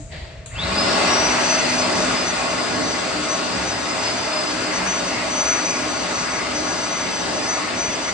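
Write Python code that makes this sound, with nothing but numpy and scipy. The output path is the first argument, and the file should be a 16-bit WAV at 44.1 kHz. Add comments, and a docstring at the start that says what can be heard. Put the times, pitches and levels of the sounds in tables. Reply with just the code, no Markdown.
"""A vent hum, a short rustle and soft handling bumps in a tiled restroom; then a hand dryer starts up.
A hand moves under it, a relay clicks and the blower spins up, its whine ringing the duct on the way.
The air jet roars through the modes of the housing and the room. The impeller whines on two shaft
orders, swelling and fading as the hand turns in the jet and draws swishes and low booms from it."""
import sys
import numpy as np
from scipy import signal
from scipy.fft import rfft, irfft, next_fast_len
from scipy.io import wavfile
from scipy.ndimage import uniform_filter1d, map_coordinates

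SR = 44100
rng = np.random.default_rng(int(sys.argv[2]) if len(sys.argv) > 2 else 0)


def dump(signal):
    """Clip the signal to [-1, 1] and save it as 16-bit WAV at the path in sys.argv[1]."""
    limited = np.clip(np.atleast_2d(signal).T, -1, 1)
    pcm = np.round(limited * 32767).astype(np.int16)
    wavfile.write(sys.argv[1], SR, pcm)


N = 358533
TIME_S = np.arange(N) / SR
RELAY_S, FULL_SHAFT_HZ = .459, 250.8
SIDES = np.array([[.5], [-.5]])  # splits a left-minus-right amount between the channels


def amp(db):
    """Decibels to gain."""
    return 10 ** (np.asarray(db) / 20)


def unit(x):
    """Scale to rms 1."""
    return x / np.sqrt(np.mean(x ** 2) + 1e-20)


def along(points, hz):
    """Read (frequency, value) points at hz, on a log frequency axis."""
    knots_hz, values = np.transpose(points)
    return np.interp(np.log(hz + 1), np.log(knots_hz + 1), values)


def curves(rows):
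    """One automation curve for each column after the time."""
    times_s, *columns = np.transpose(rows)
    return [np.interp(TIME_S, times_s, column) for column in columns]


def wobble(per_s):
    """A smooth random curve with per_s knots a second."""
    knots = rng.standard_normal(int(N * per_s / SR) + 4)
    return map_coordinates(knots, [np.arange(N) * per_s / SR])


def swell(peak_s, length_s, squareness=2):
    """A rise and fall around peak_s, length_s wide at half height."""
    return .5 ** (np.abs(2 * (TIME_S - peak_s) / length_s) ** squareness)


def filtered(x, response):
    """Filter x by a complex response, given as a function of frequency."""
    size = next_fast_len(N + SR // 2)
    return irfft(rfft(x, size) * response(np.fft.rfftfreq(size, 1 / SR)), size)[..., :N]


def rush(colour, patchy_db):
    """Coloured stereo noise of rms 1, with patches of random gain in time and frequency."""
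    # how alike left and right sound: frequency_hz, correlation
    likeness = [(60, 0.92), (150, 0.96), (300, 0.58), (600, 0.54), (1200, 0.26), (2400, 0.54),
                (5000, 0.061), (8000, 0.28)]

    def mid_side_gains(hz):
        angle = np.arccos(np.clip(along(likeness, hz), -1, 1)) / 2
        return amp(along(colour, hz)) * [np.cos(angle), np.sin(angle)]

    spectra = signal.stft(rng.standard_normal((2, N)), nperseg=1024)[2]
    patches = uniform_filter1d(rng.standard_normal(spectra.shape[1:]), size=10, axis=0)
    patches = uniform_filter1d(patches, size=12, axis=1)
    pair = signal.istft(spectra * amp(patchy_db * unit(patches)), nperseg=1024)[1][:, :N]
    mid, side = filtered(pair, mid_side_gains)
    return unit(np.array([mid + side, mid - side]))


def with_room(direct, send, wet_db):
    """Blend the direct sound with the tiles' diffuse stereo answer to the send."""
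    # decay of the tiled room: frequency_hz, t60_s
    tiles = [(200, 0.92), (2000, 1), (9000, 1)]
    hz, age_s, spectra = signal.stft(rng.standard_normal((2, SR // 2)), SR, nperseg=256)
    decay = amp(-60 * age_s / along(tiles, hz)[:, None])
    tail = signal.istft(spectra * decay, SR, nperseg=256)[1]
    reverb = unit(signal.fftconvolve(send[None], tail, axes=1)[:, :N])
    wet = amp(wet_db)
    return (direct + wet * np.std(direct) * reverb) / np.hypot(1, wet)


def vent():
    """A vent hums on two wavering tones over a bed of soft air."""
    # colour of the quiet room with its vent: frequency_hz, density_db
    colour = [(20, -29), (60, 6.5), (150, -14), (250, -9), (500, -3), (900, -14), (2000, -17), (4000, -21),
              (5800, -23.5), (7600, -25.5), (9800, -60)]
    hum = sum(amp(db) * np.sin(2 * np.pi * hz * TIME_S + .53 * wobble(12))
              for hz, db in [(622, -48), (662, -48.5)])
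    return hum + amp(-46.5) * rush(colour, patchy_db=2)


def fading_hiss():
    """A faint high hiss dies away at the start."""
    # colour of the hiss: frequency_hz, density_db
    colour = [(3000, -27), (5800, -11), (6700, -0.5), (7800, -3), (9000, -19), (9900, -33)]
    start_db, fade_db_per_s = -47.5, 42
    return amp(start_db - fade_db_per_s * TIME_S) * rush(colour, patchy_db=0)


def rustle():
    """A brief, soft rustle before the dryer starts."""
    # envelope of the rustle: time_s, level_db
    envelope = [(0, -51), (.09, -63), (.125, -37), (.2, -38), (.3, -42), (.45, -51), (.7, -99)]
    # its colour: frequency_hz, density_db
    colour = [(100, -26), (300, -5), (650, -0.5), (900, -6.5), (1400, -10.5), (1900, 0.5), (3200, -8),
              (4600, -7.5), (5600, -19), (9000, -44)]
    return amp(curves(envelope)[0]) * rush(colour, patchy_db=1)


def handling():
    """Low rumble and soft thuds from a shifting grip."""
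    # handling thuds: peak_s, level_db, pitch_hz, half_width_s
    bumps = [(.01, -36.5, 296, 0.021), (0.047, -34, 47.5, 0.021), (0.13, -42, 68, 0.028),
             (.16, -36, 153, 0.016), (0.231, -26.5, 68.6, 0.015), (0.538, -30, 71.6, 0.013),
             (0.788, -39, 55.5, 0.035), (1.292, -33, 62, .025), (3.603, -36, 68, 0.044),
             (5.461, -36.5, 70, 0.029)]
    # envelope of the rumble: time_s, level_db
    envelope = [(0, -37.5), (.25, -40.5), (.37, -41), (.6, -32), (1, -52), (1.6, -52)]
    # its colour: frequency_hz, density_db
    colour = [(10, -33.5), (40, -9), (70, -1), (130, -7), (220, -19), (600, -69)]
    thuds = np.zeros(N)
    for peak_s, db, hz, half_width_s in bumps:
        offset_s = TIME_S - peak_s
        thuds += amp(db) * np.exp(-(offset_s / half_width_s) ** 2) * np.cos(2 * np.pi * hz * offset_s)
    return thuds + amp(curves(envelope)[0]) * rush(colour, patchy_db=2)


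def relay():
    """The contacts strike and bounce: a sharp double tick with a short splash off the tiles."""
    # strike and bounce: start_s, level_db
    contacts = [(0.4603, -31), (.4637, -34.5)]
    # colour of the tick: frequency_hz, density_db
    colour = [(100, -15.5), (2800, 2), (3800, 0.5), (5100, -13), (5900, -6), (6700, 7.5), (7400, 4),
              (8100, 0.5), (9400, -11), (10000, -21)]
    crack_t60_s, splash_t60_s, splash_db = .02, .41, -8
    power = np.zeros(N)
    for start_s, db in contacts:
        age_s = np.maximum(TIME_S - start_s, 0)
        crack = amp(db - 60 * age_s / crack_t60_s)
        splash = amp(db + splash_db - 60 * age_s / splash_t60_s)
        power += (age_s > 0) * (crack ** 2 + splash ** 2)
    return np.sqrt(power) * rush(colour, patchy_db=4)


def booms():
    """At some angles of the hand the jet excites one low mode, which swells with a wavering ring."""
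    # booming modes: peak_s, length_s, level_db, pitch_hz
    modes = [(1.247, 0.16, -36, 302), (2.02, 0.15, -32.5, 614), (2.1, 0.13, -32.5, 180),
             (2.88, 0.27, -41, 297.7), (3.206, 0.11, -34.5, 300), (3.668, .22, -39.5, 110),
             (4.1, .15, -42, 112), (4.38, 0.5, -37.5, 616), (4.686, 0.13, -33.5, 299.7),
             (4.88, 0.28, -37, 186), (6.3, .15, -37.5, 250), (6.62, .15, -33, 301)]
    wander_rad = .9
    rings = np.zeros(N)
    for peak_s, length_s, db, hz in modes:
        phase = 2 * np.pi * hz * TIME_S + wander_rad * wobble(per_s=18)
        rings += amp(db) * swell(peak_s, length_s) * np.sin(phase)
    return np.sqrt(2) * rings * amp([[-1], [1]])  # leaning right


def swishes():
    """The hollow of the hand resonates in the jet, at a pitch set by how it is cupped."""
    # strokes of the cupped hand: peak_s, length_s, level_db, pitch_hz
    strokes = [(1.37, .12, -32, 2060), (1.583, 0.49, -35, 2600), (1.7, 0.11, -33, 2060),
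               (2.05, .2, -37, 2550), (2.32, 0.12, -32.5, 2020), (2.414, 0.11, -32.5, 2520),
               (4.07, 0.087, -36, 2080), (4.753, 0.1, -32, 2040), (5.17, 0.15, -29.5, 2045),
               (5.53, 0.17, -31.5, 1334), (5.517, 0.077, -38, 2300), (5.754, .21, -33.5, 2364),
               (6.4, 0.32, -34, 2096), (7.047, .16, -35, 2140), (7.58, 0.19, -37, 2110),
               (7.92, .12, -38, 2060), (8.107, 0.098, -33.5, 2060)]
    width_hz = 380
    turbulence = np.array([wobble(width_hz) + 1j * wobble(width_hz) for side in range(2)])
    turbulence = turbulence + .3 * turbulence[::-1]  # crossfeed narrows the image
    resonance = sum(amp(db) * swell(peak_s, length_s) * np.exp(2j * np.pi * hz * TIME_S)
                    for peak_s, length_s, db, hz in strokes)
    return np.real(turbulence * resonance) / np.std(turbulence.real)


def running(rise_s):
    """0 until the relay closes, then rising to 1."""
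    return np.clip((TIME_S - RELAY_S) / rise_s, 0, 1)


def shaft_speed():
    """Turns a second: a quick kick when the relay closes, then an exponential approach to full speed."""
    kick_hz, kick_s, approach_hz, approach_s = 58, .106, 165, .25
    age_s = np.maximum(TIME_S - RELAY_S, 0)
    shortfall_hz = approach_hz * np.exp(-age_s / approach_s) + kick_hz * np.exp(-(age_s / kick_s) ** 2)
    return FULL_SHAFT_HZ - shortfall_hz


def spin_up():
    """Until the flow settles the blade tone is a rough band; each duct resonance it passes rings on."""
    # the whine climbing through the housing's resonances: time_s, level_db
    sweep = [(.495, -60), (.52, -44), (.545, -44), (.562, -38), (.578, -39), (.595, -24.5), (.612, -34),
             (.636, -25.5), (.655, -38), (.71, -39), (.755, -31), (.795, -21.5), (.83, -26), (.87, -34),
             (.93, -29.5), (.97, -42), (1.15, -52), (1.3, -90)]
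    # duct resonances: pitch_hz, level_db, t60_s
    duct = [(2040, -44, .3), (2680, -35, .32), (3470, -33, .4), (3900, -34, .3), (4830, -27, .25)]
    width_hz, attack_s = 480, .004
    blade_hz = 24 * shaft_speed()
    phase = 2 * np.pi * np.cumsum(blade_hz) / SR
    band = (1 + wobble(width_hz)) * np.sin(phase) + wobble(width_hz) * np.cos(phase)
    direct = amp(curves(sweep)[0]) * unit(band) * running(rise_s=.03)
    for hz, db, t60_s in duct:
        passed_s = TIME_S[np.argmax(blade_hz >= hz)]
        age_s = np.maximum(TIME_S - passed_s, 0)
        envelope = amp(db - 60 * age_s / t60_s) * (1 - np.exp(-age_s / attack_s))
        direct += np.sqrt(2) * envelope * np.sin(2 * np.pi * hz * TIME_S + .7 * wobble(90))
    return with_room(direct, send=direct, wet_db=-7)


def swelling(swells, rest_db):
    """Level in dB of a tone swelling from rest; moving air makes it flicker, more so during spin-up."""
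    rest_flicker_db, swell_flicker_db, unsettled_flicker_db = 3.8, 1.5, 2.4
    flicker = np.minimum(wobble(per_s=17), 1)
    unsettled = np.minimum((1 - shaft_speed() / FULL_SHAFT_HZ) / .006, 1)  # 0 at full speed
    unsettled_db = unsettled_flicker_db * unsettled * np.minimum(wobble(per_s=40), 1)
    rest = amp(rest_db + rest_flicker_db * flicker)
    swell_power = sum((amp(db) * swell(peak_s, length_s, squareness=2.4)) ** 2
                      for peak_s, length_s, db in swells)
    swell_gain = amp(swell_flicker_db * flicker + unsettled_db)
    return 10 * np.log10(rest ** 2 + swell_power * swell_gain ** 2)


def shaft_tone(shaft_hz, level_db, order, flutter, wet_db, flutter_per_s=70):
    """One shaft order, shaken by inflow turbulence; moving air scrambles the phase of its reflections."""
    phase = 2 * np.pi * order * np.cumsum(shaft_hz) / SR
    gain = amp(level_db) * running(rise_s=.03)
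    turbulence = wobble(flutter_per_s) * np.sin(phase) + wobble(flutter_per_s) * np.cos(phase)
    direct = gain * (np.sin(phase) + flutter * turbulence) / np.sqrt(.5 + flutter ** 2)
    scrambled = gain * np.sin(phase + 1.7 * wobble(9))
    return with_room(direct, scrambled, wet_db)


def impeller():
    """The impeller sings on multiples of its shaft rate: a whine and a whistle over a hum and a drone."""
    # the whine swells as the hand turns: peak_s, length_s, level_db
    whine_swells = [(1.15, .1, -23), (1.235, 0.076, -23.5), (1.31, 0.11, -29), (1.405, 0.026, -29.5),
                    (1.5, 0.12, -24), (1.595, 0.055, -22), (1.72, .07, -26.5), (1.79, .05, -26),
                    (2, .12, -32), (2.13, 0.072, -35), (2.29, 0.055, -29), (2.39, 0.059, -41),
                    (2.5, .048, -33), (2.87, .12, -30), (2.98, 0.053, -30), (3.33, 0.067, -24),
                    (3.45, 0.037, -37.5), (3.6, 0.1, -35), (3.69, 0.042, -32.5), (3.82, 0.047, -40),
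                    (4.05, 0.067, -34), (4.25, 0.13, -38), (4.5, .1, -38.5), (4.63, .08, -43.5),
                    (4.76, .06, -28.5), (4.93, .13, -26.5), (5.1, .09, -30), (5.35, 0.11, -26),
                    (5.49, 0.23, -22.5), (5.67, 0.11, -24.5), (5.78, 0.11, -32.5), (5.96, 0.22, -32.5),
                    (6.19, 0.12, -28), (6.345, .1, -29.5), (6.58, 0.08, -29), (6.68, 0.12, -29),
                    (6.83, 0.079, -31), (6.91, 0.11, -31.5), (7.02, .08, -31.5), (7.17, 0.12, -30.5),
                    (7.36, 0.069, -31), (7.51, 0.15, -27.5), (7.66, 0.049, -31.5), (7.835, 0.13, -26.5),
                    (7.94, 0.038, -32), (8.08, 0.13, -34)]
    # the lower whistle flares in between: peak_s, length_s, level_db
    whistle_swells = [(1.83, .08, -31), (2.18, .09, -28.5), (3.53, .11, -35), (4.07, .14, -31.5),
                      (4.38, .14, -29.5), (4.63, .1, -35), (4.76, .06, -36), (5.13, .07, -36),
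                      (5.7, .06, -38), (7.43, .14, -35.5)]
    # both tones between swells, at full speed: time_s, whine_db, whistle_db
    rests = [(1, -45, -38), (1.5, -41, -35), (1.87, -53, -34), (2.1, -41.5, -37), (2.8, -42, -36),
             (3.2, -42, -40), (3.7, -43, -38), (4.5, -38, -39), (4.7, -49, -40), (5.25, -52, -43),
             (5.8, -40, -41), (6.5, -45.5, -40), (6.9, -37.5, -40.5), (7.4, -40, -40), (7.72, -47, -42.5),
             (8.1, -38, -41)]
    # hum at the shaft rate: time_s, level_db
    hum_envelope = [(.46, -60), (.52, -45), (.6, -39), (.7, -34), (.82, -35), (1, -36.5), (1.5, -32.5),
                    (1.88, -34), (2.3, -43), (8.13, -43.5)]
    shaft_hz = shaft_speed() * (1 + .000438 * wobble(5) + .00032 * wobble(30))
    speed_db = 60 * np.log10(shaft_hz / shaft_hz.max())  # amplitude grows as speed cubed
    whine_rest_db, whistle_rest_db = curves(rests)
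    whine_db = swelling(whine_swells, whine_rest_db + speed_db)
    whine = shaft_tone(shaft_hz, whine_db, order=24, flutter=.25, wet_db=-15)
    whistle_db = swelling(whistle_swells, whistle_rest_db + speed_db)
    whistle = shaft_tone(shaft_hz, whistle_db, order=20, flutter=.62, wet_db=-7, flutter_per_s=130)
    hum = shaft_tone(shaft_hz, curves(hum_envelope)[0], order=1, flutter=.22, wet_db=-9)
    drone = shaft_tone(shaft_hz, -60.5 + speed_db, order=4, flutter=.88, wet_db=-8.5)
    return (whine + whistle) * amp([[.6], [-.6]]) + hum + drone


def housing_modes(hz):
    """Standing waves lift or sink narrow bands, each with its own place between left and right."""
    # peaks and dips of housing and room: centre_hz, width_hz, gain_db, left_minus_right_db
    modes = [(74, 12, 4.5, 0), (109.6, 9, 7, -3), (181.4, 15.2, 7.5, -8), (252.7, 23, 5.5, -5.5),
             (302.7, 18, 7.5, -1.5), (343, 11, -3, -5.5), (423, 12, -3.5, -9), (477, 32, -7.5, 11),
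             (504, 22, -3, -2), (555, 41, 0, 12.5), (611.8, 23.5, 7.5, -4.5), (649, 39, 5.5, -3),
             (773, 21, 2, -9.5), (887, 28, 4, -9), (983, 20, -1.5, 1.5), (1102, 39, 7, 4),
             (1295, 125, 5, -1.5), (1443, 53, 8, 1), (1880, 750, 1, 0), (2055, 90, 6, -1.5),
             (2487, 26, 2.5, -12), (2590, 83, -6.5, 0.5), (2633, 23, 6.5, -3.5), (3480, 78, 7.5, -7.5),
             (3768, 67, 4, 6), (4390, 160, 5, -5.5), (4735, 290, 3, 6), (5130, 200, 4.5, -7)]
    return amp(sum((db + SIDES * pan_db) * np.exp(-(2 * (hz - centre_hz) / width_hz) ** 2)
                   for centre_hz, width_hz, db, pan_db in modes))


def wall_comb(hz, spacing_hz, depth_db):
    """Close walls comb the upper spectrum into many fine peaks, a separate set on each side."""
    knots = rng.standard_normal((2, SR // 8))
    ripple = np.array([map_coordinates(row, [hz / spacing_hz], mode="wrap") for row in knots])
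    return amp(depth_db * ripple * hz ** 2 / (hz ** 2 + 700 ** 2))


def standing_waves(air):
    """Housing and walls colour the air; their peaks drift as the hand moves between three poses."""
    hand = np.clip(wobble(per_s=2.5), -1, 1)
    out = np.zeros((2, N))
    for pose in (-1, 0, 1):
        detune = 1 + .003 * pose
        colour = lambda hz: housing_modes(hz * detune) * wall_comb(hz, spacing_hz=26, depth_db=2.7)
        crossfade = np.maximum(1 - np.abs(hand - pose), 0)
        out += crossfade * filtered(air, colour)
    return out


def jet():
    """Turbulent air roars louder with shaft speed; the turning hand lifts and dips its lower registers."""
    # broad colour of the jet: frequency_hz, density_db
    colour = [(12, -61.5), (25, -40), (55, -14.5), (150, -5), (300, 0.0), (700, -2.5), (1400, -4.5),
              (2700, -1), (3300, -7.5), (4700, -6.5), (5600, -16.5), (6500, -15.5), (7900, -17.5),
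              (9000, -28.5), (9900, -43.5)]
    # the blast at full speed, loud at first and then settling: time_s, level_db
    blast = [(1.1, -18), (1.23, -20.5), (1.85, -22.5), (2.11, -21.5), (2.22, -24.5), (3.85, -26),
             (4.04, -25.5), (8.05, -27)]
    # rumble, roar, splash on the hand, rush and nozzle hiss: offset_db, speed_exponent
    registers = [(-6.5, 3.2), (0.25, 2.95), (-6, 2.35), (-7, 3.4), (-13, 4.1)]
    # the hand catches the jet: peak_s, length_s, rumble_lift_db, roar_lift_db, splash_lift_db,
    # rush_lift_db
    gusts = [(0.967, 0.62, 0, 0.2, -0.5, 2), (1.325, 0.3, -1, 1, 2.5, -2), (1.556, 0.19, -2, -0.5, 0, 0.5),
             (1.697, 0.09, -0.5, -1, 1.5, -0.5), (1.942, 0.18, 2, 0.5, -1.5, -0.5),
             (2.098, 0.13, 3, 0, -0.5, -1.5), (2.824, 0.2, 3.2, .5, -2.5, 1),
             (3.227, 0.094, 0, -2.5, 1, -0.5), (3.48, 0.36, 1, -0.2, -1, 2),
             (4.075, 0.065, -4, 0, 1.5, 2.5), (4.394, 0.51, -0.7, 0.8, 1, 0), (4.85, 0.21, 1.5, 1, 3.5, -1),
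             (5.544, 0.14, 2, 0.5, 4.5, 0), (6.36, 0.48, -0.5, 1.5, -1, -0.5),
             (7.082, 0.07, 4.5, -0.5, 0.5, 0.5), (7.297, 0.15, 2, 0.7, -.5, 1.3),
             (7.75, 0.2, 0.5, 0.5, 1.5, 0)]
    bands_hz = [(100, 450), (450, 1600), (1600, 3000), (3000, 4700), (6400, 9500)]
    centres_hz = [250, 900, 2200, 4200, 7000]
    air = standing_waves(rush(colour, patchy_db=.9))
    blast_db = curves(blast)[0]
    speed_db = 20 * np.log10(shaft_speed() / FULL_SHAFT_HZ)
    lifts_db = np.zeros((len(registers), N))
    for peak_s, length_s, *lift_db in gusts:
        lifts_db[:len(lift_db)] += np.outer(lift_db, swell(peak_s, length_s))
    out = np.zeros((2, N))
    for i, (offset_db, speed_exponent) in enumerate(registers):
        sway_db = .3 * wobble(per_s=7)
        level_db = blast_db + offset_db + speed_exponent * speed_db + lifts_db[i] + sway_db
        low_hz, high_hz = bands_hz[i]
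        band_rms = np.std(filtered(air, lambda hz: (hz > low_hz) & (hz < high_hz)))
        crossover = [(hz, float(hz == centres_hz[i])) for hz in centres_hz]
        out += amp(level_db) / band_rms * filtered(air, lambda hz: along(crossover, hz))
    return out * running(rise_s=.033)


def scene():
    """The dryer and the hand in its jet, over the small sounds of the restroom."""
    dryer = jet() + swishes() + booms() + spin_up() + impeller() + relay()
    return dryer + handling() + vent() + fading_hiss() + rustle()


def record(dry):
    """The left side arrives slightly later and brighter; the very top of the treble is cut."""
    # stereo tilt: frequency_hz, left_minus_right_db
    balance = [(60, 0.5), (180, -0.5), (550, 0.9), (1300, 3), (2500, 1.5), (5000, 1.5), (7000, 5),
               (8500, 16)]
    lag_s, top_hz = 4e-5, 10100

    def response(hz):
        delay = np.exp(-2j * np.pi * hz * SIDES * lag_s)
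        return amp(SIDES * along(balance, hz)) * delay * (hz < top_hz)

    return filtered(dry, response)


dry = scene()
out = record(dry)
dump(out)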